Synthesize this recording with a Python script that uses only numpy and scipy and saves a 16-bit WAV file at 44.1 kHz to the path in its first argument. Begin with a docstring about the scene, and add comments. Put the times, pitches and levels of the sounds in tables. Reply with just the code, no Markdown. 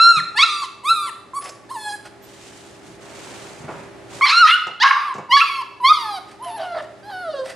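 """A carpeted room, in stereo: a puppy whines and yelps in a plastic crate. Five falling whines, a pause,
four loud yelps that crack and turn hoarse, then two low moans, with snuffles and lone tones.
Its voice is a stack of harmonics shaped by throat and mouth. Paws bump the crate floor as noise thuds
and ringing panel modes; cloth rustles close by as filtered noise; an appliance hums in steady partials.
Crate reflections and a room tail surround the voice and paws."""
import sys
import numpy as np
from scipy import signal
from scipy.fft import rfft, irfft, next_fast_len
from scipy.io import wavfile
from scipy.ndimage import uniform_filter1d, minimum_filter1d

SR = 44100
rng = np.random.default_rng(int(sys.argv[2]) if len(sys.argv) > 2 else 0)


def dump(signal):
    """Clip the signal to [-1, 1] and save it as 16-bit WAV at the path in sys.argv[1]."""
    limited = np.clip(np.atleast_2d(signal).T, -1, 1)
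    pcm = np.round(limited * 32767).astype(np.int16)
    wavfile.write(sys.argv[1], SR, pcm)


N = 332955
TIME = np.arange(N) / SR
CUTOFF_HZ = 15800  # top of the voice's harmonics and of the room's response


def from_db(db):
    """Decibels to gain."""
    return 10 ** (np.asarray(db) / 20)


def rms_one(x):
    """Scale to unit power."""
    return x / np.sqrt(np.mean(np.abs(x) ** 2) + 1e-20)


def in_time(rows, t=TIME):
    """The columns of a curve, after its time column, read at the times t."""
    s, *columns = np.transpose(rows)
    return [np.interp(t, s, c) for c in columns]


def at_hz(points, hz):
    """Read a spectrum on a log-frequency axis."""
    f, value = np.transpose(points)
    return np.interp(np.log(hz), np.log(f), value)


def gate(t, start, end, edge_s=0.0009):
    """One between start and end, with smooth edges."""
    inside = np.minimum(t - start, end - t) / edge_s + .5
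    return np.sin(np.pi / 2 * np.clip(inside, 0, 1)) ** 2


def band(x, low_hz, high_hz):
    """Causal band-pass."""
    sos = signal.butter(2, [low_hz, min(high_hz, SR / 2 - 1)], "band", fs=SR, output="sos")
    return signal.sosfilt(sos, x + 1e-18)


def flutter(size, hz):
    """Random motion mostly slower than hz, spread about 1, drawn on every 16th sample."""
    n = next_fast_len(size // 16 + 2)
    f = np.fft.rfftfreq(n, 16 / SR)
    slow = rms_one(irfft(rfft(rng.standard_normal(n)) / (1 + (f / hz) ** 2), n))
    return np.interp(np.arange(size) / 16, np.arange(n), slow)


def noise(spectrum, size=N):
    """Stereo noise of a given colour, about unit rms, its channels more alike in some bands than others."""
    # likeness of left and right: f/Hz, correlation [0-1]
    likeness = [(60, 0.9), (140, 0.2), (350, 0.63), (840, 0.5), (2020, 0.55), (4860, 0.47)]
    n = next_fast_len(size)
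    hz = np.fft.rfftfreq(n, 1 / SR) + 1
    mid, side = rfft(rng.standard_normal((2, n)))
    alike = np.clip(at_hz(likeness, hz), 0, 1)
    # roll off beyond the first and last points of the spectrum
    low_edge = 1 + (spectrum[0][0] / hz) ** 8
    high_edge = 1 + (hz / spectrum[-1][0]) ** 8
    colour = from_db(at_hz(spectrum, hz)) / np.sqrt(low_edge * high_edge)
    both = np.sqrt(1 + alike) * mid + np.sqrt(1 - alike) * side * [[1], [-1]]
    return rms_one(irfft(both * colour, n)[:, :size])


def add(out, s, sound):
    """Mix a sound in at time s."""
    i = max(int(s * SR), 0)
    out[..., i:i + sound.shape[-1]] += sound[..., :N - i]


def background(air_db=-46, hum_db=-1, waver_db=0.0):
    """Room air as coloured noise, and an appliance's partials, their phases wavering slowly."""
    # the background sinks and swells: t/s, relative level/dB
    swells = [(0, -1), (.6, -7.5), (1.3, -5), (2.2, -3), (3, -0.5), (4.2, 2), (4.3, -10.5), (5.1, -10.5),
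              (6, -5), (6.6, -3), (7.55, -3)]
    # colour of the room air: f/Hz, relative level/dB
    air_colour = [(25, -35.5), (60, -18.5), (110, -14.5), (220, -16), (300, -8.5), (400, -12), (450, -16.5),
                  (600, -11.5), (900, -20), (1800, -22), (3000, -29.5), (8000, -38.5), (11000, -43),
                  (15500, -70)]
    # appliance partials: f/Hz, rms level before the trims/dB
    partials = [(118.4, -57.5), (199.2, -60.5), (339.1, -57.5), (398.4, -51), (845.2, -60.5)]
    hum = np.zeros(N)
    for hz, db in partials:
        level = from_db(db + hum_db + waver_db * flutter(N, 5))
        hum += level * np.sqrt(2) * np.sin(2 * np.pi * hz * TIME + 0.28 * flutter(N, 1.5))
    return from_db(in_time(swells)[0]) * (from_db(air_db) * noise(air_colour) + hum)


def cloth(grain_db=1.5, edge_s=0.054, swell_db=8.5):
    """Cloth slides close by in strokes that swell and fade: a dull rub and a grainy hiss."""
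    # strokes: start t/s, end t/s, rub level/dB, hiss level/dB (both midway, before the output trim)
    strokes = [(2.221, 2.803, -54.5, -49.5), (2.8, 2.983, -57, -53), (3.002, 3.652, -43, -45.5),
               (3.63, 3.902, -42.5, -54), (4.093, 4.24, -43.5, -43)]
    # colour of the rub: f/Hz, relative level/dB
    rub_colour = [(150, -8), (270, -17.5), (550, -12), (1100, -15.5), (2400, -20), (3500, -37)]
    # colour of the hiss: f/Hz, relative level/dB
    hiss_colour = [(2000, 3), (3000, 4), (5500, 0.5), (7000, 2), (9000, -2), (11000, -11.5), (13000, -18),
                   (15500, -31)]
    rub, hiss = np.zeros((2, N))
    for start, end, rub_db, hiss_db in strokes:
        off_centre = (2 * TIME - start - end) / (end - start)
        # weaker by swell_db at its ends than midway
        swell = from_db(-swell_db * np.minimum(off_centre ** 2, 2))
        stroke = gate(TIME, start, end, edge_s) * swell
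        rub += from_db(rub_db) * stroke
        hiss += from_db(hiss_db) * stroke
    grain = from_db(grain_db * flutter(N, 60))
    return rub * noise(rub_colour) + hiss * grain * noise(hiss_colour)


def room(x, tail_db=-13, crate_db=-15, crate_t60_s=0.017, ring_t60_s=1.0):
    """Quick reflections inside the crate, then the room's tail, dying band by band, and its ringing modes."""
    # colour of the tail: f/Hz, relative level/dB
    tail_colour = [(300, 8.5), (700, 3), (1200, 6.5), (2500, 1.5), (4200, 7), (7000, 4.5), (12000, 2.5)]
    # left-right difference of the reflections: f/Hz, level against the middle/dB
    side_width = [(300, -9.5), (1200, -11), (4500, -6), (8000, -20.5), (14000, 9.5)]
    # pitches at which the room rings on: f/Hz, relative level/dB
    rings = [(1125, -20), (1384, -14), (2650, 5), (2854, -1), (3381, -54), (4167, -40)]
    # the tail lasts longest in the middle register and shortens by about this share an octave either side
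    longest_t60_s, longest_hz, shortening = 0.7, 1270, 0.089
    t = np.arange(SR * 3 // 4) / SR
    edges = np.geomspace(100, CUTOFF_HZ, 9)
    response = np.zeros((2, len(t)))  # middle and side
    for low, high in zip(edges, edges[1:]):
        hz = np.sqrt(low * high)
        t60_s = longest_t60_s * np.exp(-shortening * abs(np.log2(hz / longest_hz)))
        tail = rms_one(from_db(-60 * t / t60_s) * gate(t, 0.0089, 1))
        early = rms_one(from_db(-60 * t / crate_t60_s) * (t > .002))
        tail_gain = from_db(tail_db + at_hz(tail_colour, hz))
        shape = np.hypot(tail_gain * tail, from_db(crate_db) * early)
        width = from_db([[0], [at_hz(side_width, hz)]])
        grains = band(rng.standard_normal((2, len(t))), low, high)
        response += grains * shape * width / np.sqrt(len(t))
    fade = from_db(-60 * t / ring_t60_s)
    for hz, db in rings:
        response[0] += from_db(db) * np.sin(2 * np.pi * hz * t) * 2 * fade / fade.sum()
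    mid, side = signal.fftconvolve(x[None], response, axes=1)[:, :N]
    return x + mid + side * [[1], [-1]]


def paws(thud_db=2, knock_db=-1, scuff_db=-3, thud_t60_s=0.18, scuff_t60_s=0.2, panel_t60_s=0.11,
         touch_s=0.0043, claw_db=-10, claw_t60_s=0.082):
    """Soft paws thud and scuff on the floor and set the panel ringing; claws add ticks of bright noise."""
    # paws on the crate floor: t/s, thud level/dB, panel and scuff level/dB (before the trims)
    footfalls = [(0.162, -38.5, -60), (0.9, -51, -45), (2.058, -62, -48), (2.236, -65, -49),
                 (2.863, -42, -55), (3.601, -39, -62), (3.638, -38, -42), (3.68, -41, -25.5),
                 (3.704, -54, -30.5), (3.748, -50, -48), (4.666, -47, -29.5), (5.146, -40, -31),
                 (5.18, -41, -29)]
    # ringing modes of the floor panel: f/Hz, typical relative level/dB
    panel_modes = [(338, 7), (393, 15), (502, 2), (700, -43), (800, -26), (1114, -11), (1410, 3), (2250, 2),
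                   (2550, -4)]
    # claws on the plastic and the wire door: t/s, level before the trims/dB
    ticks = [(1.4414, -31), (1.4924, -29.5), (4.6697, -36), (5.1405, -37), (5.157, -39), (5.1819, -40),
             (6.845, -69)]
    out, t = np.zeros(N), np.arange(SR // 2) / SR

    def burst(low_hz, high_hz, db, t60_s):
        """Band noise that dies away exponentially."""
        return rms_one(band(rng.standard_normal(len(t)), low_hz, high_hz)) * from_db(db - 60 * t / t60_s)

    hz, mode_db = np.transpose(panel_modes)[:, :, None]
    for s, low_db, panel_db in footfalls:
        thud = burst(106, 196, thud_db, thud_t60_s)
        scuff = burst(410, 1050, scuff_db, scuff_t60_s)
        # each bump excites the modes in a different mixture
        strength = from_db(mode_db) * rng.normal(1, 1.0, hz.shape) * rng.choice([-1, 1], hz.shape)
        ringing = (strength * np.sin(2 * np.pi * hz * t)).sum(0) / np.linalg.norm(strength)
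        knock = ringing * from_db(knock_db - 60 * t / panel_t60_s)
        bump = from_db(low_db) * thud + from_db(panel_db) * (knock + scuff)
        add(out, s, bump * (1 - np.exp(-t / touch_s)))
    for s, db in ticks:
        add(out, s, burst(4900, 7700, db + claw_db, claw_t60_s))
    return out


def snuffles(grain_db=4.0, rise_db=6, trim_db=1.0, edge_s=0.032):
    """Short breaths: noise coloured by the snout, with one mouth resonance, swelling towards the end."""
    # snuffles: start t/s, end t/s, level before the trims/dB, mouth resonance f/Hz
    breaths = [(1.412, 1.504, -43.5, 5050), (1.92, 1.932, -46, 8450), (2.037, 2.081, -49, 1410),
               (6.278, 6.354, -52, 780), (6.43, 6.52, -48, 2930), (6.568, 6.678, -53.5, 3000),
               (6.755, 6.847, -52.5, 1800), (7.451, 7.528, -41, 1945)]
    # colour of the snout: f/Hz, relative level/dB
    snout = [(650, 17), (1000, 5.5), (1900, 7.5), (2700, 4.5), (4000, -1.5), (4900, 1), (7000, -7.5),
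             (8700, -2), (11000, -15), (15000, -26)]
    out = np.zeros(N)
    for start, end, db, hz in breaths:
        t = np.arange(start - .02, end + .02, 1 / SR)
        air = noise(snout, size=len(t))[0]
        mouth = rms_one(air + 2.2 * band(air, hz, hz * 1.054))
        rise = rise_db * ((t - start) / (end - start) - .5)
        level = from_db(db + trim_db + rise + grain_db * flutter(len(t), 45))
        add(out, t[0], level * mouth * gate(t, start, end, edge_s))
    return out


def tone(rows, waver=0.01):
    """A single partial whose pitch wavers at random."""
    t = np.arange(rows[0][0], rows[-1][0], 1 / SR)
    hz, db = in_time(rows, t)
    phase = 2 * np.pi * np.cumsum(hz * (1 + waver * flutter(len(t), 160))) / SR
    return np.sqrt(2) * from_db(db) * np.sin(phase) * signal.windows.tukey(len(t), .1)


def cry(rows, colour, facing, jitter=0.0046, hoarse_jitter=0.0289, rasp_hz=240, breath_db=-30,
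        fundamental_db=-0.07, overtones_db=-2.15, shimmer_db=3, top_harmonics_db=-0.5,
        whistle_db=-4, whistle_swing=0.78, whistle_jitter=0.0073):
    """Harmonics of the vocal folds through the throat; hoarseness smears each into a band."""
    # the vocal folds turn chaotic: start t/s, end t/s, roughness [0-1]
    hoarse = [(.17, .21, .25), (.385, .435, .15), (.62, .665, .25), (1.06, 1.105, .3), (1.69, 1.765, .15),
              (4.253, 4.32, .62), (4.32, 4.36, .3), (4.47, 4.515, .65), (4.828, 4.925, .5),
              (4.925, 5.1, .35), (5.395, 5.41, .4), (5.41, 5.45, .15), (6.43, 6.585, .2), (6.585, 6.66, .5),
              (6.745, 6.81, .55), (7.095, 7.12, .4)]
    # the folds double their period: start t/s, end t/s, relative half-harmonic level/dB
    cracks = [(4.281, 4.31, -3), (4.451, 4.519, 0), (4.835, 4.912, 2.5), (5.368, 5.406, 0),
              (6.583, 6.65, -9)]
    # throat and mouth: f/Hz, relative level/dB
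    throat = [(1500, 13), (2300, -24), (2900, 11.5), (3400, 3.5), (4100, 6), (4700, 5), (5500, -9),
              (6500, -13), (7400, -18.5), (8500, -18), (10500, -25.5), (12000, -38), (15500, -63.5)]
    # how the mouth weights the second and third harmonics: f/Hz, relative level/dB
    mouth = [(1050, 11), (1450, 20.5), (1750, 10.5), (2000, 9), (2300, 9), (2650, 6), (2850, 11),
             (3300, 4.5), (3700, 4), (4150, 6), (4500, -1.5)]
    top_hz = 7000  # the upper harmonics take over around here
    hollow_db, hollow_width_hz = -12, 350
    # a thin whistle sinks through each cry and takes a share of the overtones' swing
    whistle_start_hz, whistle_end_hz, whistle_follows, whistle_attack_s = 10970, 10150, 0.34, .015

    start, end = rows[0][0], rows[-1][0]
    t = np.arange(max(start - .004, 0), end + 0.00814, 1 / SR)
    size = len(t)
    pitch, first_db, bright_db, tilt_db = in_time(rows, t)
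    second_db, third_db, top_db = colour
    hollow_hz, top_tilt_db = facing

    # the level that whistle and upper harmonics share
    attack = np.clip((t - start) / whistle_attack_s, 0, 1)
    top = from_db(top_db + whistle_follows * (bright_db - bright_db.max())) * attack
    low_cut = signal.butter(6, .85 * np.percentile(pitch, 20), "high", fs=SR, output="sos")
    rough = np.clip(sum(r * gate(t, a, b) for a, b, r in hoarse), 0, 1)
    half = sum(from_db(db) * gate(t, a, b) for a, b, db in cracks)
    pitch = pitch * (1 + jitter * flutter(size, 70) + hoarse_jitter * rough * flutter(size, 137))
    phase = 2 * np.pi * np.cumsum(pitch) / SR
    hz = np.arange(1, 18)[:, None] * pitch

    # the overtones share their power as throat and mouth dictate
    weight = from_db(at_hz(throat, hz)) * (hz < CUTOFF_HZ)
    weight[0] = 0
    weight[1:3] = from_db(at_hz(mouth, hz[1:3]) + [[second_db], [third_db]])
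    weight *= from_db(hollow_db * np.exp(-((hz - hollow_hz) / hollow_width_hz) ** 2))
    # the higher harmonics shimmer, each on its own
    weight[3:] *= from_db(shimmer_db * np.array([flutter(size, 36) for _ in weight[3:]]))
    high = np.clip((hz - top_hz) / 2500 + .5, 0, 1)
    lower = weight * (1 - high) * from_db(tilt_db * np.log2(np.minimum(hz, 4300)))
    upper = weight * high * from_db(top_tilt_db * np.log2(np.maximum(hz / top_hz, 1)))
    height = lower * from_db(bright_db + overtones_db) / np.linalg.norm(lower, axis=0)
    height += upper * top * from_db(top_harmonics_db) / np.linalg.norm(upper, axis=0)
    height[0] = from_db(first_db + fundamental_db)

    out = np.zeros(size)
    for n, (own, above) in enumerate(zip(height, height[1:]), 1):
        smear = np.clip(rough * np.sqrt(n) * 0.96 + from_db(breath_db) * n, 0, .95)
        clean = np.sqrt(1 - smear ** 2)
        rasp = (flutter(size, rasp_hz) + 1j * flutter(size, rasp_hz)) / np.sqrt(2)
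        turn = np.exp(1j * (n * phase + rng.uniform(0, 2 * np.pi)))
        out += own * (turn * (clean + smear * rasp)).real
        # every other cycle differs: lines appear midway between the harmonics
        between = turn * np.exp(.5j * phase) * (clean + smear * rasp[::-1])
        out += half * np.sqrt(own * above) * between.real

    # the folds shake the whistle, which gains sidebands one pitch apart
    glide = np.linspace(whistle_start_hz, whistle_end_hz, size)
    whistle_hz = glide * (1 + whistle_jitter * flutter(size, 466))
    shaken = np.sin(2 * np.pi * np.cumsum(whistle_hz) / SR + whistle_swing * np.sin(phase))
    out += top * from_db(whistle_db) * band(shaken, 4500, 9760)
    return np.sqrt(2) * signal.sosfilt(low_cut, out * gate(t, start, end))


def puppy():
    """The voice: whines, yelps and moans, with lone tones and snuffles among them."""
    # one short curve a cry: t/s, pitch f/Hz, fundamental level/dB, overtone level/dB,
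    # tilt of the overtones [dB per octave]; levels are before the trims
    whines = [
        [(0.0, 1326, -10, -16, -1), (0.034, 1366, -11.5, -10.5, 23), (0.106, 1397, -6, -12, 17),
         (0.124, 1352, -16, -22.5, 2), (0.133, 1304, -42, -33, -2), (0.142, 1342, -17, -30, 3),
         (0.151, 1310, -19.5, -25, 10), (0.184, 1221, -18, -22, -10), (0.205, 870, -47, -24.5, -9)],
        [(0.352, 823, -31, -43, -19), (0.374, 878, -33, -16.5, -3.5), (0.395, 1092, -15.5, -11.5, -7),
         (0.419, 1161, -22, -11, -3), (0.437, 1370, -10.5, -6.5, -24.5), (0.455, 1356, -24.5, -43, 13),
         (0.494, 1220, -24.5, -28.5, 8), (0.617, 1157, -27.5, -36, 21), (0.635, 1084, -20.5, -29, 7),
         (0.66, 955, -46.5, -38, -3)],
        [(0.832, 938, -43, -56, -7.5), (0.857, 1110, -22.5, -32.5, 1), (0.899, 1323, -17, -15.5, -10),
         (0.917, 1357, -10.5, -20, 14), (0.941, 1340, -19.5, -30, 2), (0.959, 1267, -29, -29, 1),
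         (0.983, 1230, -22, -32, -6), (1.067, 1130, -29, -37, 11), (1.1, 897, -39, -33, -15)],
        [(1.334, 1021, -30, -62, -5), (1.356, 1110, -30, -46, 17), (1.368, 1146, -22, -37, 18),
         (1.389, 1115, -23, -45, 2), (1.395, 1115, -67, -49, 15)],
        [(1.69, 809, -50.5, -46, 3), (1.715, 1053, -27.5, -44.5, 8), (1.733, 1070, -36.5, -47.5, 19),
         (1.772, 875, -28, -39.5, -4), (1.823, 853, -41.5, -38.0, 12), (1.877, 836, -28, -29, -1),
         (1.913, 813, -33.5, -34, 17), (1.946, 847.5, -33, -30.5, -10), (1.97, 757, -56, -54, 11)],
    ]
    # yelps, same columns: t/s, pitch f/Hz, fundamental level/dB, overtone level/dB, tilt [dB per octave]
    yelps = [
        [(4.21, 1170, -15, -28, -25), (4.22, 1039, -16.5, -15.5, -14), (4.244, 1174, -11.5, -9.5, -14),
         (4.274, 1021, -23, -18.5, 3), (4.301, 1045, -22.0, -15.5, 5), (4.328, 1296, -16.5, -15, -8),
         (4.361, 1380, -17.5, -21, 6), (4.376, 1390, -12.5, -10.5, 17), (4.409, 1451, -14, -17, -1),
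         (4.445, 1271, 1, -16, 14), (4.46, 1232, -16, -32, 17), (4.475, 1276, -20, -21.5, -7),
         (4.544, 1459, -18, -10, -40), (4.565, 1470, -15.5, -47, -1)],
        [(4.8, 790, -31, -25.5, 9), (4.831, 1020, -17.5, -4.5, 0), (4.843, 1087, 1, -16.5, 1.5),
         (4.903, 1111, -27, -30.5, -17), (4.912, 1103, 1, -9.5, -25), (4.93, 1105, -35, -47, -13),
         (4.972, 1172, -19, -45, -4), (5.044, 1220, -37, -41, -9), (5.056, 1204, -22, -41, 1),
         (5.129, 984, -27.5, -44, -3)],
        [(5.291, 952, -32, -61, 31), (5.316, 966, -20, -13, -2.5), (5.337, 1104, -5.5, -10, 3.5),
         (5.376, 1137, -5.5, -15, 10), (5.394, 1097, -41, -25, 3), (5.418, 1356, -12.5, -7.5, -31),
         (5.448, 1273, -33, -38, -20), (5.487, 1197, -39, -21, -13), (5.499, 1110, -19.5, -37, 4),
         (5.507, 1123, -33.5, -28, -9), (5.603, 1059, -24.5, -38, 11), (5.624, 916, -31, -36, 6)],
        [(5.801, 1020, -33, -55, 11), (5.826, 963, -29, -54, 1), (5.85, 1044, -10, -14.5, -10),
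         (5.88, 1112, -14.5, -14.5, 10), (5.904, 1251, -10, -18, -9), (5.922, 1235, -1.5, -27, 2),
         (5.945, 1135, -56, -23, 10), (5.972, 995, -32, -35.0, 16), (6.011, 939, -37, -33.5, 9),
         (6.056, 870, -28, -38.5, 1), (6.164, 770, -29.5, -33.5, 16), (6.19, 692, -33.5, -39, -4)],
    ]
    # moans, same columns: t/s, pitch f/Hz, fundamental level/dB, overtone level/dB, tilt [dB per octave]
    moans = [
        [(6.39, 817, -47, -64, -9), (6.43, 1036, -31.5, -52, 1), (6.457, 1038, -36.5, -41.5, -11),
         (6.523, 868, -33.5, -45, -4), (6.556, 912, -32, -44, -5), (6.577, 820, -35.5, -42, -7),
         (6.607, 771.3, -31, -35.5, -1.5), (6.7, 701, -35.5, -36.5, -5.5), (6.766, 671, -25, -32.5, -6),
         (6.81, 574, -32, -31.5, -8.5)],
        [(7.03, 777, -50, -46, 5), (7.085, 850, -35.5, -45, 7.5), (7.136, 747, -33.5, -33, 4.5),
         (7.217, 730.5, -40, -31.5, 1.5), (7.297, 625.5, -23.5, -36, 3), (7.327, 601.5, -40, -45, 18),
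         (7.342, 567, -23, -36, 1.5), (7.381, 538, -43, -34.5, 3), (7.393, 535, -21.0, -33.5, 5),
         (7.449, 511, -39, -42.5, -9)],
    ]
    # colour of each cry in that order: second harmonic, third harmonic, whistle, each relative level/dB
    colours = [(8, 7.5, -38), (-5, 3.5, -36.5), (1, 11, -36), (0, -7, -40), (6.5, -4, -42), (-3, 2, -44),
               (5.5, 1, -48), (0.5, 3, -45), (-0.5, 4.5, -44.5), (-5.5, 2.5, -65), (9.5, 2.5, -60)]
    # how the head faces the door, for each cry: band hollowed out by the crate f/Hz,
    # tilt of the top harmonics [dB per octave]
    facings = [(2900, -12), (2930, -3), (3110, 11), (3850, 6), (2160, 11.5), (3410, 14), (2535, 24),
               (3890, 29), (2730, 32), (2370, 44), (2440, 35)]
    # lone pure tones, high whistles and a second low voice: t/s, f/Hz, level before the trims/dB
    lone_tones = [
        [(1.39, 10200, -36), (1.42, 9900, -45), (1.5, 10200, -55)],
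        [(2.22, 13330, -61), (2.24, 13270, -54), (2.26, 12440, -55)],
        [(6.42, 10930, -45), (6.48, 10700, -49.5), (6.59, 10800, -46)],
        [(6.45, 672, -29), (6.498, 712, -35.5), (6.56, 702, -56), (6.606, 646, -24.5), (6.682, 700.7, -51),
         (6.76, 621.5, -28.5), (6.84, 579, -35)],
    ]
    out = np.zeros(N)
    for rows, colour, facing in zip(whines + yelps + moans, colours, facings):
        add(out, rows[0][0] - .004, cry(rows, colour, facing))
    for rows in lone_tones:
        add(out, rows[0][0], tone(rows))
    return out + snuffles()


def scene(left_db=1.5, right_db=2.5, puppy_db=-1.5):
    """Voice and paws in the room, then cloth and background; the right channel is slightly stronger."""
    crate = room(from_db(puppy_db) * puppy() + paws())
    return (crate + cloth() + background()) * from_db([[left_db], [right_db]])


def record(dry, ceiling_db=-0.4):
    """A quick limiter, shared by both channels, holds down the loudest peaks; then the top is cut."""
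    peak = np.abs(dry).max(axis=0)
    headroom = np.minimum(1, from_db(min(ceiling_db, 0)) / (peak + 1e-9))
    gain = uniform_filter1d(minimum_filter1d(headroom, size=441), size=441)  # about 10 ms
    top_cut = signal.cheby2(16, 70, CUTOFF_HZ + 600, fs=SR, output="sos")
    return signal.sosfilt(top_cut, dry * gain)


dry = scene()
out = record(dry)
dump(out)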